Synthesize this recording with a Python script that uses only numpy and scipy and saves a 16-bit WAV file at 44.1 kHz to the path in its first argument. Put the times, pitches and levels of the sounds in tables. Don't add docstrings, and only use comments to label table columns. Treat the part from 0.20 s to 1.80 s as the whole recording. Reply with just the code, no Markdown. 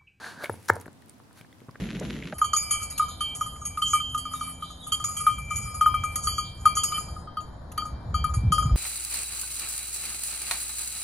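import sys
import numpy as np
from scipy import signal
from scipy.fft import rfft, irfft
from scipy.io import wavfile

SR = 44100
rng = np.random.default_rng(int(sys.argv[2]) if len(sys.argv) > 2 else 0)


def store_wav(level_fs):
    pcm = np.round(np.clip(np.atleast_2d(level_fs), -1, 1) * 32767)
    wavfile.write(sys.argv[1], SR, pcm.T.astype(np.int16))


N = 70560
T = np.arange(N) / SR
SHORT = T[:4096]


def from_db(db):
    return 10 ** (np.asarray(db) / 20)


def peak_one(x):
    return x / np.abs(x).max()


def rms_one(x):
    return x / np.sqrt(np.mean(x ** 2) + 1e-20)


def cut(x, hz, kind, order=2):
    sections = signal.butter(order, np.clip(hz, 10, .45 * SR), kind, fs=SR, output="sos")
    return signal.sosfilt(sections, x)


def resonate(x, hz, width_hz):
    radius = np.exp(-np.pi * width_hz / SR)
    feedback = [1, -2 * radius * np.cos(2 * np.pi * hz / SR), radius ** 2]
    return signal.lfilter(np.array([1, 0, -1]) * (1 - radius ** 2) / 2, feedback, x)


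def add(out, start_s, sound):
    i = max(int(start_s * SR), 0)
    out[..., i:i + sound.shape[-1]] += sound[..., :max(N - i, 0)]


def noise(spectrum):
    hz, db = np.transpose(spectrum)
    bins_hz = np.maximum(np.fft.rfftfreq(N, 1 / SR), 1)
    gain = from_db(np.interp(np.log(bins_hz), np.log(hz), db)) * np.minimum(bins_hz / hz[0], 1)
    return rms_one(irfft(rfft(rng.standard_normal(N)) * gain, N))


def stereo(mid, side):
    return np.array([mid + side, mid - side])


def swell(peak_s, rise_s, fall_s):
    return np.exp(-np.where(T < peak_s, (peak_s - T) / rise_s, (T - peak_s) / fall_s) ** 1.6)


def burst(decay_s, rise_s=0.00057):
    attack = 1 - np.exp(-(SHORT / rise_s) ** 2)
    return rng.standard_normal(len(SHORT)) * attack * np.exp(-SHORT / decay_s) + 1e-18


def room_tone(level_db=-56.5):
    # frequency_hz, density_db
    murmur = [(25, -31), (55, -8), (100, 4), (160, -2), (260, 0), (420, -11), (900, -13), (2200, -22.5),
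              (7500, -30), (10000, -29), (15000, -37.5)]
    side = from_db(-4) * noise(murmur) + from_db(-1) * cut(noise(murmur), 900, "high", order=1)
    return from_db(level_db) * stereo(noise(murmur), side)


def snuffles(side_db=-13.5):
    # peak_s, rise_s, fall_s, nasal_db, hiss_db
    puffs = [(0.062, 0.066, 0.082, -41.5, -47.5), (0.232, 0.039, 0.04, -40.5, -53),
             (1.19, 0.027, 0.039, -59.5, -62.5)]
    # frequency_hz, density_db
    nasal_spectrum = [(150, -12.5), (500, -9.5), (900, -6), (1150, -6), (1330, -6.5), (1570, 2.5),
                      (1750, -4), (2050, -20), (3000, -48)]
    # frequency_hz, density_db
    hiss_spectrum = [(1500, -7.5), (2200, -1.5), (3000, -4), (3900, 0), (4450, 3.5), (5100, -6), (6400, -4),
                     (8000, -11), (10500, -6), (12500, -18), (15500, -28)]
    nasal, hiss = 0, 0
    for peak_s, rise_s, fall_s, nasal_db, hiss_db in puffs:
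        flow = swell(peak_s, rise_s, fall_s)
        nasal += from_db(nasal_db) * flow
        hiss += from_db(hiss_db) * flow
    mid, side = (nasal * noise(nasal_spectrum) + hiss * noise(hiss_spectrum) for _ in range(2))
    return stereo(mid, from_db(side_db) * side)


def tongue_pops(rise_s=0.00074, splash_db=-8.5):
    # start_s, level_db, pitch_hz, t60_s
    cavities = [(0.043, -26.5, 1635, 0.013), (0.2378, -23, 590, 0.032), (0.2421, -23.5, 2210, 0.028),
                (0.2422, -31, 3820, 0.0093), (0.2569, -25, 2223, 0.016), (0.4845, -34, 1630, 0.014),
                (0.4874, -20.5, 1440, 0.0083), (0.4942, -20.5, 1565, .009), (0.5645, -30.5, 474, .028),
                (0.658, -37, 1780, .012), (0.823, -50.5, 1887, .008), (1.0005, -42, 1095, .008),
                (1.2109, -40, 2270, 0.0067), (1.247, -46, 1725, .012), (1.327, -46, 1967, .011),
                (1.403, -49.5, 2050, .01), (1.4913, -36.5, 1070, .013), (1.547, -47, 1650, .008),
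                (1.5562, -35, 1557, 0.015)]
    out = np.zeros(N)
    for start_s, level_db, pitch_hz, t60_s in cavities:
        envelope = (1 - np.exp(-(SHORT / rise_s) ** 2)) * from_db(-60 * SHORT / t60_s)
        ring = np.sin(2 * np.pi * pitch_hz * SHORT)
        splash_band_hz = [0.39 * pitch_hz, 1.375 * pitch_hz]
        splash = rms_one(cut(rng.standard_normal(len(SHORT)), splash_band_hz, "band", order=3))
        pop = peak_one(envelope * (ring + from_db(splash_db) * splash))
        add(out, start_s, from_db(level_db) * pop)
    return out


def wet_click(pitch_hz, decay_s=.0011, side_db=-12, treble_db=-12):
    snap = stereo(burst(decay_s), from_db(side_db) * burst(decay_s))
    ring = resonate(snap, pitch_hz, width_hz=780)
    treble = from_db(treble_db) * cut(snap, 4550, "high")
    return peak_one(cut(ring + treble, 13500, "low"))


def tongue_crackle(clicks_per_s=36, base_db=-59.5, spread_db=1.5):
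    out = np.zeros((2, N))
    for when, pitch, size in rng.random((int(clicks_per_s * N / SR), 3)):
        level_db = base_db + spread_db * min(-np.log(1 - size), 3)
        add(out, when * N / SR, from_db(level_db) * wet_click(pitch_hz=3000 * 4 ** pitch))
    return out


def tooth_knocks(muzzle_cutoff_hz=2150, crack_db=-24.5):
    # start_s, level_db, brightness_hz
    contacts = [(0.176, -41.5, 218), (0.2370, -29, 1002), (0.2950, -17, 640), (0.2973, -25, 700),
                (0.3394, -34, 436), (0.4970, -8, 2000), (0.4993, -1, 2140), (0.556, -33.5, 711),
                (0.5644, -27, 650), (0.6621, -34, 300), (0.6783, -36.5, 1217), (0.6809, -34.5, 250),
                (1.109, -45.5, 900), (1.210, -42, 128.2), (1.416, -40.5, 250), (1.4841, -34, 140),
                (1.4917, -38, 108), (1.5542, -39, 706)]
    # pitch_hz, width_hz, level_db
    modes = [(169.4, 210, -10), (430, 110, -5), (559, 100, -4), (932, 290, -3), (1485, 330, 3),
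             (1730, 330, 1.5), (2213, 180, -9)]
    impulse = signal.unit_impulse(len(SHORT)) + 1e-18
    muzzle = sum((-1) ** k * from_db(level_db) * resonate(impulse, pitch_hz, width_hz)
                 for k, (pitch_hz, width_hz, level_db) in enumerate(modes))
    muzzle = cut(muzzle, muzzle_cutoff_hz, "low", order=8)
    out = np.zeros(N)
    for start_s, level_db, brightness_hz in contacts:
        knock = peak_one(cut(muzzle, brightness_hz, "low"))
        crack = peak_one(cut(burst(decay_s=0.0024), muzzle_cutoff_hz, "high"))
        crack_gain = from_db(crack_db) * (brightness_hz / muzzle_cutoff_hz) ** 2
        add(out, start_s, from_db(level_db) * (knock + crack_gain * crack))
    return out


def tongue_drags(grain_db=2.5, grain_hz=407, side_db=-10.5):
    # peak_s, rise_s, fall_s, level_db
    strokes = [(0.246, 0.019, 0.015, -47), (0.319, 0.075, 0.071, -55.5), (0.456, 0.048, 0.022, -58),
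               (0.492, .011, 0.0082, -45), (0.559, .025, 0.028, -56.5), (0.615, 0.0142, 0.02, -57.5),
               (0.893, 0.0099, 0.031, -62.5), (1.181, .025, 0.03, -58)]
    # frequency_hz, density_db
    friction = [(800, -4), (2100, 3.5), (3000, -3), (4400, -4), (6800, -5.5), (8000, -6.5), (10500, 1),
                (13000, -9), (15500, -12)]
    pressure = sum(from_db(level_db) * swell(peak_s, rise_s, fall_s)
                   for peak_s, rise_s, fall_s, level_db in strokes)
    roughness = rms_one(cut(rng.standard_normal(N), grain_hz, "low"))
    grain = rms_one(from_db(grain_db * roughness))
    return pressure * grain * stereo(noise(friction), from_db(side_db) * noise(friction))


def saliva_clicks():
    # start_s, level_db, pitch_hz
    films = [(0.2365, -32.5, 4470), (0.242, -32.5, 11200), (0.2416, -34, 10600), (0.296, -33.5, 10800),
             (0.299, -42, 10690), (0.355, -46, 10700), (0.4278, -45.5, 9300), (0.451, -42, 9600),
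             (0.458, -41, 10200), (0.4831, -27, 7050), (0.4868, -21, 6920), (0.4942, -24.5, 6900),
             (0.4992, -22, 10220), (0.505, -40.5, 6800), (0.5344, -36, 10800), (0.555, -32.5, 9760),
             (0.5598, -40, 9900), (0.565, -46, 10000), (0.5992, -37.5, 6900), (0.61, -37.5, 11000),
             (0.6135, -35.5, 10300), (0.659, -46, 11000), (0.6657, -44, 11430), (0.6793, -48.5, 4500),
             (0.7295, -47.5, 9600), (0.8206, -47, 3900), (0.8595, -50.5, 11750), (0.882, -49, 9700),
             (0.895, -36, 8900), (1.1289, -47.5, 10000), (1.2121, -42.5, 3600), (1.3273, -48.5, 3600),
             (1.4028, -47, 3270), (1.5099, -45, 5100)]
    out = np.zeros((2, N))
    for start_s, level_db, pitch_hz in films:
        add(out, start_s, from_db(level_db) * wet_click(pitch_hz))
    return out


def floor_boom():
    # pitch_hz, level_db, t60_s
    modes = [(90.4, 0.5, 0.37), (106.3, 3, 0.27)]
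    # start_s, level_db
    pushes = [(0.297, -38.5), (0.497, -31.5)]
    ring = sum((-1) ** k * from_db(level_db - 60 * T / t60_s) * np.sin(2 * np.pi * pitch_hz * T)
               for k, (pitch_hz, level_db, t60_s) in enumerate(modes))
    out = np.zeros(N)
    for start_s, level_db in pushes:
        add(out, start_s, from_db(level_db) * ring)
    return out


def squeaks():
    # start_s, length_s, level_db, start_hz, end_hz
    whistles = [(0.326, .016, -42, 11400, 9100), (0.339, .011, -48.5, 11130, 10170)]
    out = np.zeros(N)
    for start_s, length_s, level_db, start_hz, end_hz in whistles:
        progress = np.linspace(0, 1, int(length_s * SR))
        phase = 2 * np.pi * np.cumsum(start_hz + (end_hz - start_hz) * progress) / SR
        envelope = peak_one(progress * (1 - progress) ** 2)
        add(out, start_s, from_db(level_db) * envelope * np.sin(phase))
    return out


def reverberation(source, delay_s=0.0029, side_db=-7):
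    # centre_hz, level_db, t60_s
    octaves = [(170, -4, .4), (360, -14.5, 0.43), (722, -13, 0.35), (1440, -21, 0.34), (2920, -13, .25),
               (5677, -15.5, 0.29), (11520, -22, .18)]
    t = T[:SR // 2]
    tail = 0
    for centre_hz, level_db, t60_s in octaves:
        edges_hz = [centre_hz / np.sqrt(2), centre_hz * np.sqrt(2)]
        band = cut(rng.standard_normal((2, len(t))), edges_hz, "band", order=3)
        envelope = from_db(-60 * t / t60_s) * (t > delay_s)
        tail += from_db(level_db) * band * envelope / np.sqrt(np.sum(envelope ** 2))
    response = stereo(tail[0], from_db(side_db) * tail[1])
    return signal.fftconvolve(source[None], response, axes=1)[:, :N]


def scene(knock_balance_db=1.5):
    ambience = room_tone()
    slightly_left = from_db([[knock_balance_db / 2], [-knock_balance_db / 2]])
    dog = snuffles() + tongue_drags() + slightly_left * tooth_knocks()
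    dog += tongue_pops() + saliva_clicks() + squeaks()
    return dog + reverberation(dog.mean(axis=0)) + floor_boom() + tongue_crackle() + ambience


def record(dry, low_hz=45, high_hz=15800):
    lowpass = signal.ellip(10, .1, 80, high_hz, fs=SR, output="sos")
    return signal.sosfilt(lowpass, cut(dry, low_hz, "high"))


dry = scene()
out = record(dry)
store_wav(out)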